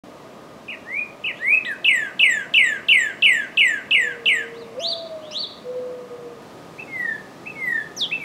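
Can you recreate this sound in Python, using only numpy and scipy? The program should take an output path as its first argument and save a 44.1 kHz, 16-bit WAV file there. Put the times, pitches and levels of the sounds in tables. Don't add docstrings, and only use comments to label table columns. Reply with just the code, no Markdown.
import sys
import numpy as np
from scipy import signal
from scipy.fft import rfft, irfft
from scipy.io import wavfile
from scipy.ndimage import uniform_filter1d

SR = 44100
rng = np.random.default_rng(int(sys.argv[2]) if len(sys.argv) > 2 else 0)


def generate_wav(signal):
    frames = np.transpose(np.atleast_2d(signal))
    scaled = np.clip(frames, -1, 1) * 32767
    pcm = np.round(scaled).astype(np.int16)
    wavfile.write(sys.argv[1], SR, pcm)


N = 363384
GARDEN_START_S = 6.42

# frequency in Hz, relative density in dB.
BRANCH_HUM = [(15, -70), (25, -25.5), (45, -22.5), (135, -6.5), (240, -2), (410, -4.5), (545, -4.5),
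              (625, -1.5), (690, -4.5), (780, -11.5), (1200, -8.5), (1330, -16), (1630, -17.5),
              (2600, -21.5), (6000, -30), (15600, -43)]
GARDEN_HUM = [(15, -45), (25, -28), (70, -17.5), (152, -2), (511, -5), (651, -8), (744, -7.5),
              (2070, -20.5), (4910, -27), (15600, -42.5)]
# delay in seconds, energy per ms in dB.
NEAR_ECHOES = [(.003, -33), (.009, -15), (.012, -24.5), (.021, -18), (.027, -24), (.05, -31.5), (.1, -37),
               (0.129, -39.5), (.2, -50.5), (.3, -58), (.6, -61)]
FAR_ECHOES = [(.003, -11), (.01, -19), (.022, -24), (.04, -28), (0.082, -28), (.12, -36.5), (.14, -35.5),
              (.2, -45), (.3, -53), (.6, -71)]

# frequency in Hz, gain in dB.
SINGER_THROAT = [(1400, -15), (1800, -11), (2200, -4), (3000, 6), (4000, -16), (6000, -9), (6900, -8),
                 (7500, 9), (8200, 4), (9000, 2), (10500, -5), (11400, 4.5), (12500, -2.5), (15500, -30)]
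NEIGHBOUR_THROAT = [(2300, -21.5), (3000, -13), (4000, -4.5), (4700, 1.5), (5700, 2), (7600, -12.5),
                    (9200, -6.5), (11500, -4), (15500, -36)]
GARDEN_THROAT = [(1400, -12), (1800, -8), (2200, -0.5), (3000, 19), (3700, 1), (4200, -10.5), (6000, -8),
                 (7000, -9), (8000, -1.5), (9500, -6), (10800, -5), (12000, 10.5), (13000, -7),
                 (15500, -20)]
HANDOVER_HZ = [2150, 2860]
# low side in dB, high side in dB.
OPENING_OVERTONES_DB = [(-39, -28), (-67.5, -41), (-38.5, -39), (-43, -37), (-39.5, -51), (-48, -52)]
SLUR_OVERTONES_DB = [(-31, -26.5), (-45, -41), (-32.5, -38.5), (-49, -26), (-48, -53), (-50.5, -57),
                     (-56, -66)]
NEIGHBOUR_OVERTONES_DB = [(-20.5, -15), (-30, -30), (-28, -35)]
GARDEN_OVERTONES_DB = [(-34, -47), (-49, -50), (-33.5, -50), (-39, -42), (-41.5, -50), (-58, -50)]
PLUNGE_OVERTONES_DB = [(-24, -27.5), (-45, -41.5)]

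# time in seconds, pitch in Hz, level in dB.
COOS = [
    [(3.975, 474, -42), (4.067, 490, -40), (4.28, 457, -43.5), (4.59, 466, -38.5), (4.75, 452, -43.5)],
    [(4.75, 497, -54), (4.77, 494, -33.5), (4.792, 527, -24), (4.804, 656, -32.5), (4.822, 675, -32),
     (5.02, 664, -33.5), (5.182, 628, -31.5), (5.3, 610, -37.5), (5.42, 613, -52)],
    [(5.64, 494, -40), (5.664, 495, -33), (5.732, 502, -26), (5.954, 499, -32), (6.15, 484, -35.5),
     (6.32, 476, -37), (6.41, 452, -52)],
]
# time in seconds, depth in dB.
COO_DIPS = [(4.297, 9), (4.645, 6), (5.086, 14), (6.088, 13), (6.174, 14)]

# time in seconds, pitch in Hz, level in dB, brightness in dB, optional rasp 0-1.
DROP = [(1.648, 1330, -45, -2), (1.654, 1890, -39, -2), (1.662, 2004, -27, -13), (1.72, 1662, -25.5, -6),
        (1.748, 1470, -39, -9)]
CHIP = [(1.648, 2730, -29.5, -20), (1.654, 3780, -29, -20), (1.662, 4090, -45, -22), (1.7, 3670, -57, -17)]
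POINTED_NOTE = [(4.53, 3000, -63, -10, .2), (4.57, 3830, -52, -10, .2), (4.595, 4920, -58, -8, .2),
                (4.62, 3970, -50, -8, .2), (4.65, 3480, -55, -8, .2)]
PLUNGES = [
    [(7.964, 7260, -41, -1), (7.968, 6400, -38, -3), (7.978, 5900, -30.5, -10), (7.995, 4970, -32, 6),
     (8.008, 4070, -27.5, -5), (8.013, 3795, -20.5, -1), (8.03, 3425, -19.5, 10), (8.048, 3120, -24.5, -1),
     (8.056, 2830, -37, -1)],
]

# time from onset in seconds, pitch in Hz, level in dB,
# brightness in dB, optional rasp 0-1.
HOOK_SHAPE = [(0, 3100, -36, -5.5), (.008, 2480, -21.5, -4), (.018, 2604, -22, 4), (.028, 3010, -22.5, 8),
              (.041, 2450, -23, -1), (.057, 2090, -27, -6), (.078, 1830, -33, -10)]
SLUR_SHAPE = [(0, 5060, -56, -20), (.0035, 3980, -35, -18), (.005, 3303, -16.5, -1), (.011, 2587, -12, -4),
              (.019, 2682, -10.5, -6), (.028, 2941, -14, 5.5), (.036, 2975, -11, -1), (.049, 2385, -10, -8),
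              (.058, 2230, -14, -2), (.105, 1989, -14, -4.5), (.135, 1850, -20.5, 0),
              (.19, 1700, -22.5, -5), (.245, 1539, -33.5, -7), (.268, 1390, -47, -22)]
ARCH_SHAPE = [(0, 2364, -50, 3, .65), (.013, 2780, -40.5, -5.5, .6), (.035, 3083, -35, -0.5, .6),
              (.055, 3560, -26, -7, .65), (.07, 3950, -24, -4, 0.4), (.085, 4400, -29, -18, 0),
              (.1, 4547, -24, -11, 0.07), (.116, 4420, -31.5, -3, .05), (.132, 3920, -25, -10, .15),
              (.15, 3310, -26.5, -19, .05)]
GARDEN_HOOK_SHAPE = [(0, 1930, -46.5, -6), (.011, 2480, -36, -6), (.024, 2672, -28, -6),
                     (.045, 2640, -44.5, -6), (.075, 2530, -46, -6), (.093, 2280, -59, -6)]
# start in seconds, gain in dB, pitch factor, length factor,
# added brightness in dB.
HOOKS = [(.68, -8.5, .975, .93, -7), (1.238, -1, 1.01, 1.02, -7.5)]
SLURS = [(1.8401, -3.5, 0.99, 1.04, -1), (2.1891, -2.3, 0.99, 1.025, 1), (2.5345, -1.3, 1.004, 1.005, 0),
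         (2.881, -1, 1.014, 0.95, 0.5), (3.2185, -1, 1.005, 0.95, 0), (3.5682, -1.7, .992, 0.94, -1.5),
         (3.9051, -3, .988, 0.94, -2.5), (4.254, -3.5, 1.016, 0.78, -1)]
ARCHES = [(4.795, 1.5, 1.018, 0.97, .5), (5.309, -1, 1.002, .96, -5)]
GARDEN_HOOKS = [(6.78, -1.5, 0.99, 0.87, .5), (7.454, 0, 0.99, 0.95, .5), (8.109, 9.5, .995, .98, -1)]

# share of length, share of pitch span, level in dB, brightness in dB,
# optional rasp 0-1.
RISE_SHAPE = [(0, 0, -30, -10), (.2, .27, -10.5, -15), (.42, .53, -3.5, -5), (.78, 1, 3.5, -3),
              (.93, .93, -5.5, -6), (1, .9, -37, -2)]
CHIRP_SHAPE = [(0, 0, -1.5, -3.5, 0.4), (.45, 0.53, -1, 0, 0.4), (1, 1, -7, 0, .3)]
GARDEN_SLUR_SHAPE = [(0, 0, -17.5, -2), (.16, .12, -5.5, 3), (.4, .47, 0, 0), (.66, .76, 0.5, -6.5),
                     (.86, .92, -8, 2), (1, 1, -21, -4)]
# start in seconds, length in seconds, start pitch in Hz, target pitch in Hz,
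# gain in dB, added brightness in dB.
RISES = [(0.846, 0.19, 1640, 2480, -25.5, -6), (1.39, 0.2, 1620, 2596, -16, 0)]
CHIRPS = [(1.348, 0.091, 3010, 4210, -47, -2), (5.212, 0.12, 2810, 4230, -43, -14)]
GARDEN_SLURS = [(6.878, 0.32, 2196, 1673, -26.5, -7), (7.554, 0.3, 2228, 1672, -24, -4.5),
                (8.197, .15, 2370, 1860, -29, 4)]


def from_db(db):
    return 10 ** (np.asarray(db) / 20)


def wander(rate_hz):
    x = signal.sosfilt(signal.butter(2, rate_hz, fs=SR, output="sos"), rng.standard_normal(N))
    return x / x.std()


def db_at_hz(spectrum, hz):
    points_hz, points_db = np.transpose(spectrum)
    return np.interp(np.log(hz), np.log(points_hz), points_db)


def coloured_noise(spectrum):
    hz = np.arange(1, N // 2 + 2) * SR / N
    x = irfft(rfft(rng.standard_normal(N)) * from_db(db_at_hz(spectrum, hz)), N)
    return x / x.std()


def traffic_hum(branch_db=-41.5, garden_db=-40.5, whine_db=-56, whine_hz=1238, whine_width_hz=4.4):
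    radius = np.exp(-np.pi * whine_width_hz / SR)
    angle = 2 * np.pi * whine_hz / SR
    whine = signal.lfilter([1, 0, -1], [1, -2 * radius * np.cos(angle), radius ** 2],
                           rng.standard_normal(N))
    branch = from_db(branch_db) * coloured_noise(BRANCH_HUM)
    garden = from_db(garden_db) * coloured_noise(GARDEN_HUM)
    hum = np.where(np.arange(N) < GARDEN_START_S * SR, branch, garden)
    return hum + from_db(whine_db) * whine / whine.std()


def tree_echoes(x, echoes=NEAR_ECHOES, clump_db=3.0, clump_hz=60, dull_hz=4520, treble_t60_s=0.35):
    delay_s, level_db = np.transpose(echoes)
    t = np.arange(SR) / SR
    envelope_db = np.interp(t, delay_s, level_db, left=-200, right=-200)
    envelope_db += clump_db * wander(clump_hz)[:SR]
    tail = rng.standard_normal(SR) * from_db(envelope_db) * np.sqrt(1000 / SR)
    dull = signal.sosfilt(signal.butter(1, dull_hz, fs=SR, output="sos"), tail)
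    treble = (tail - dull) * from_db(-60 * t / treble_t60_s)
    return signal.fftconvolve(x, dull + treble)[:N]


def wall_echo(x, delay_s=0.026):
    return np.pad(x, (round(delay_s * SR), 0))[:N]


def repeats(shape, events):
    return [[(start_s + dt_s * stretch, hz * transpose, db + gain_db, bright_db + beak_db, *rasp)
             for dt_s, hz, db, bright_db, *rasp in shape]
            for start_s, gain_db, transpose, stretch, beak_db in events]


def glides(shape, events):
    return [[(start_s + share * length_s, hz + span * (to_hz - hz),
              db + gain_db, bright_db + beak_db, *rasp)
             for share, span, db, bright_db, *rasp in shape]
            for start_s, length_s, hz, to_hz, gain_db, beak_db in events]


def syrinx(notes, throat, overtones_db, edge_s, glide_s, rasp_hz=279, rasp_jitter=0.097):
    out = np.zeros(N)
    flutter_db = 4.5 * wander(rate_hz=50)
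    fray = 0.78 * wander(rate_hz=450)
    throb_hz = rasp_hz * (1 + rasp_jitter * wander(rate_hz=78.4))
    throb = np.cos(2 * np.pi * np.cumsum(throb_hz) / SR)
    for rows in notes:
        times_s, *columns = np.transpose(rows)
        at = np.arange(round(times_s[0] * SR), min(round(times_s[-1] * SR), N))
        t = at / SR
        curves = [np.interp(t, times_s, column) for column in columns]
        hz, level_db, bright_db, rasp = curves + [0] * (4 - len(curves))
        pitch_hz = uniform_filter1d(hz, round(glide_s * SR), mode="nearest")
        phase = 2 * np.pi * np.cumsum(pitch_hz) / SR
        to_edge_s = np.minimum(t - times_s[0], times_s[-1] - t)
        gate = np.sqrt(2) * np.clip(to_edge_s / edge_s, 0, 1)
        out[at] += gate * from_db(level_db) * (1 + rasp * throb[at]) * np.sin(phase)
        drive_db = level_db + bright_db - db_at_hz(throat, pitch_hz)
        for k, sides_db in enumerate(overtones_db, 2):
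            partial_hz = k * pitch_hz
            partial_db = np.interp(pitch_hz, HANDOVER_HZ, sides_db) + np.roll(flutter_db, k * SR)[at]
            gain = from_db(drive_db + partial_db + db_at_hz(throat, partial_hz)) * (partial_hz < SR / 2)
            out[at] += gate * gain * (1 + rasp * fray[at]) * np.sin(k * phase)
    return out


def dove(waver_db=2.0, waver_hz=14, dip_half_width_s=0.011, wet_db=-16):
    coos = syrinx(COOS, throat=[(400, 0), (800, 0)], overtones_db=[], edge_s=0.0029, glide_s=0.006)
    t = np.arange(N) / SR
    dips_db = sum(db * np.exp(-((t - time_s) / dip_half_width_s) ** 2) for time_s, db in COO_DIPS)
    coos *= from_db(waver_db * wander(waver_hz) - dips_db)
    return coos + from_db(wet_db) * tree_echoes(coos)


def neighbour(chirp_direct_db=-8):
    voice = NEIGHBOUR_THROAT, NEIGHBOUR_OVERTONES_DB
    chirps = syrinx(glides(CHIRP_SHAPE, CHIRPS), *voice, edge_s=0.0091, glide_s=0.005)
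    arches = syrinx(repeats(ARCH_SHAPE, ARCHES) + [POINTED_NOTE], *voice, edge_s=0.0026, glide_s=0.0076)
    return arches + from_db(chirp_direct_db) * chirps + tree_echoes(arches + chirps, FAR_ECHOES)


def garden_song(song_wall_db=-8.5, plunge_wall_db=-14, song_wet_db=2.5, plunge_wet_db=-0.5):
    notes = repeats(GARDEN_HOOK_SHAPE, GARDEN_HOOKS) + glides(GARDEN_SLUR_SHAPE, GARDEN_SLURS)
    song = syrinx(notes, GARDEN_THROAT, GARDEN_OVERTONES_DB, edge_s=0.003, glide_s=0.0056)
    plunge = syrinx(PLUNGES, GARDEN_THROAT, PLUNGE_OVERTONES_DB, edge_s=0.00095, glide_s=0.003)
    wall = wall_echo(from_db(song_wall_db) * song + from_db(plunge_wall_db) * plunge)
    trees = tree_echoes(from_db(song_wet_db) * song + from_db(plunge_wet_db) * plunge)
    return song + plunge + wall + trees


def branch_song():
    opening = repeats(HOOK_SHAPE, HOOKS) + glides(RISE_SHAPE, RISES) + [DROP, CHIP]
    slurs = repeats(SLUR_SHAPE, SLURS)
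    song = syrinx(opening, SINGER_THROAT, OPENING_OVERTONES_DB, edge_s=0.001, glide_s=0.0033)
    song += syrinx(slurs, SINGER_THROAT, SLUR_OVERTONES_DB, edge_s=0.00076, glide_s=0.001)
    return song + tree_echoes(song)


def scene():
    return (traffic_hum() + dove() + neighbour() + garden_song() + branch_song())[None]


def record(dry):
    start_s, fade_s, cutoff_hz = 0.036, 0.002, 15780
    fade_in = np.clip((np.arange(N) / SR - start_s) / fade_s, 0, 1)
    return signal.sosfilt(signal.ellip(12, 0.5, 70, cutoff_hz, fs=SR, output="sos"), dry * fade_in)


dry = scene()
out = record(dry)
generate_wav(out)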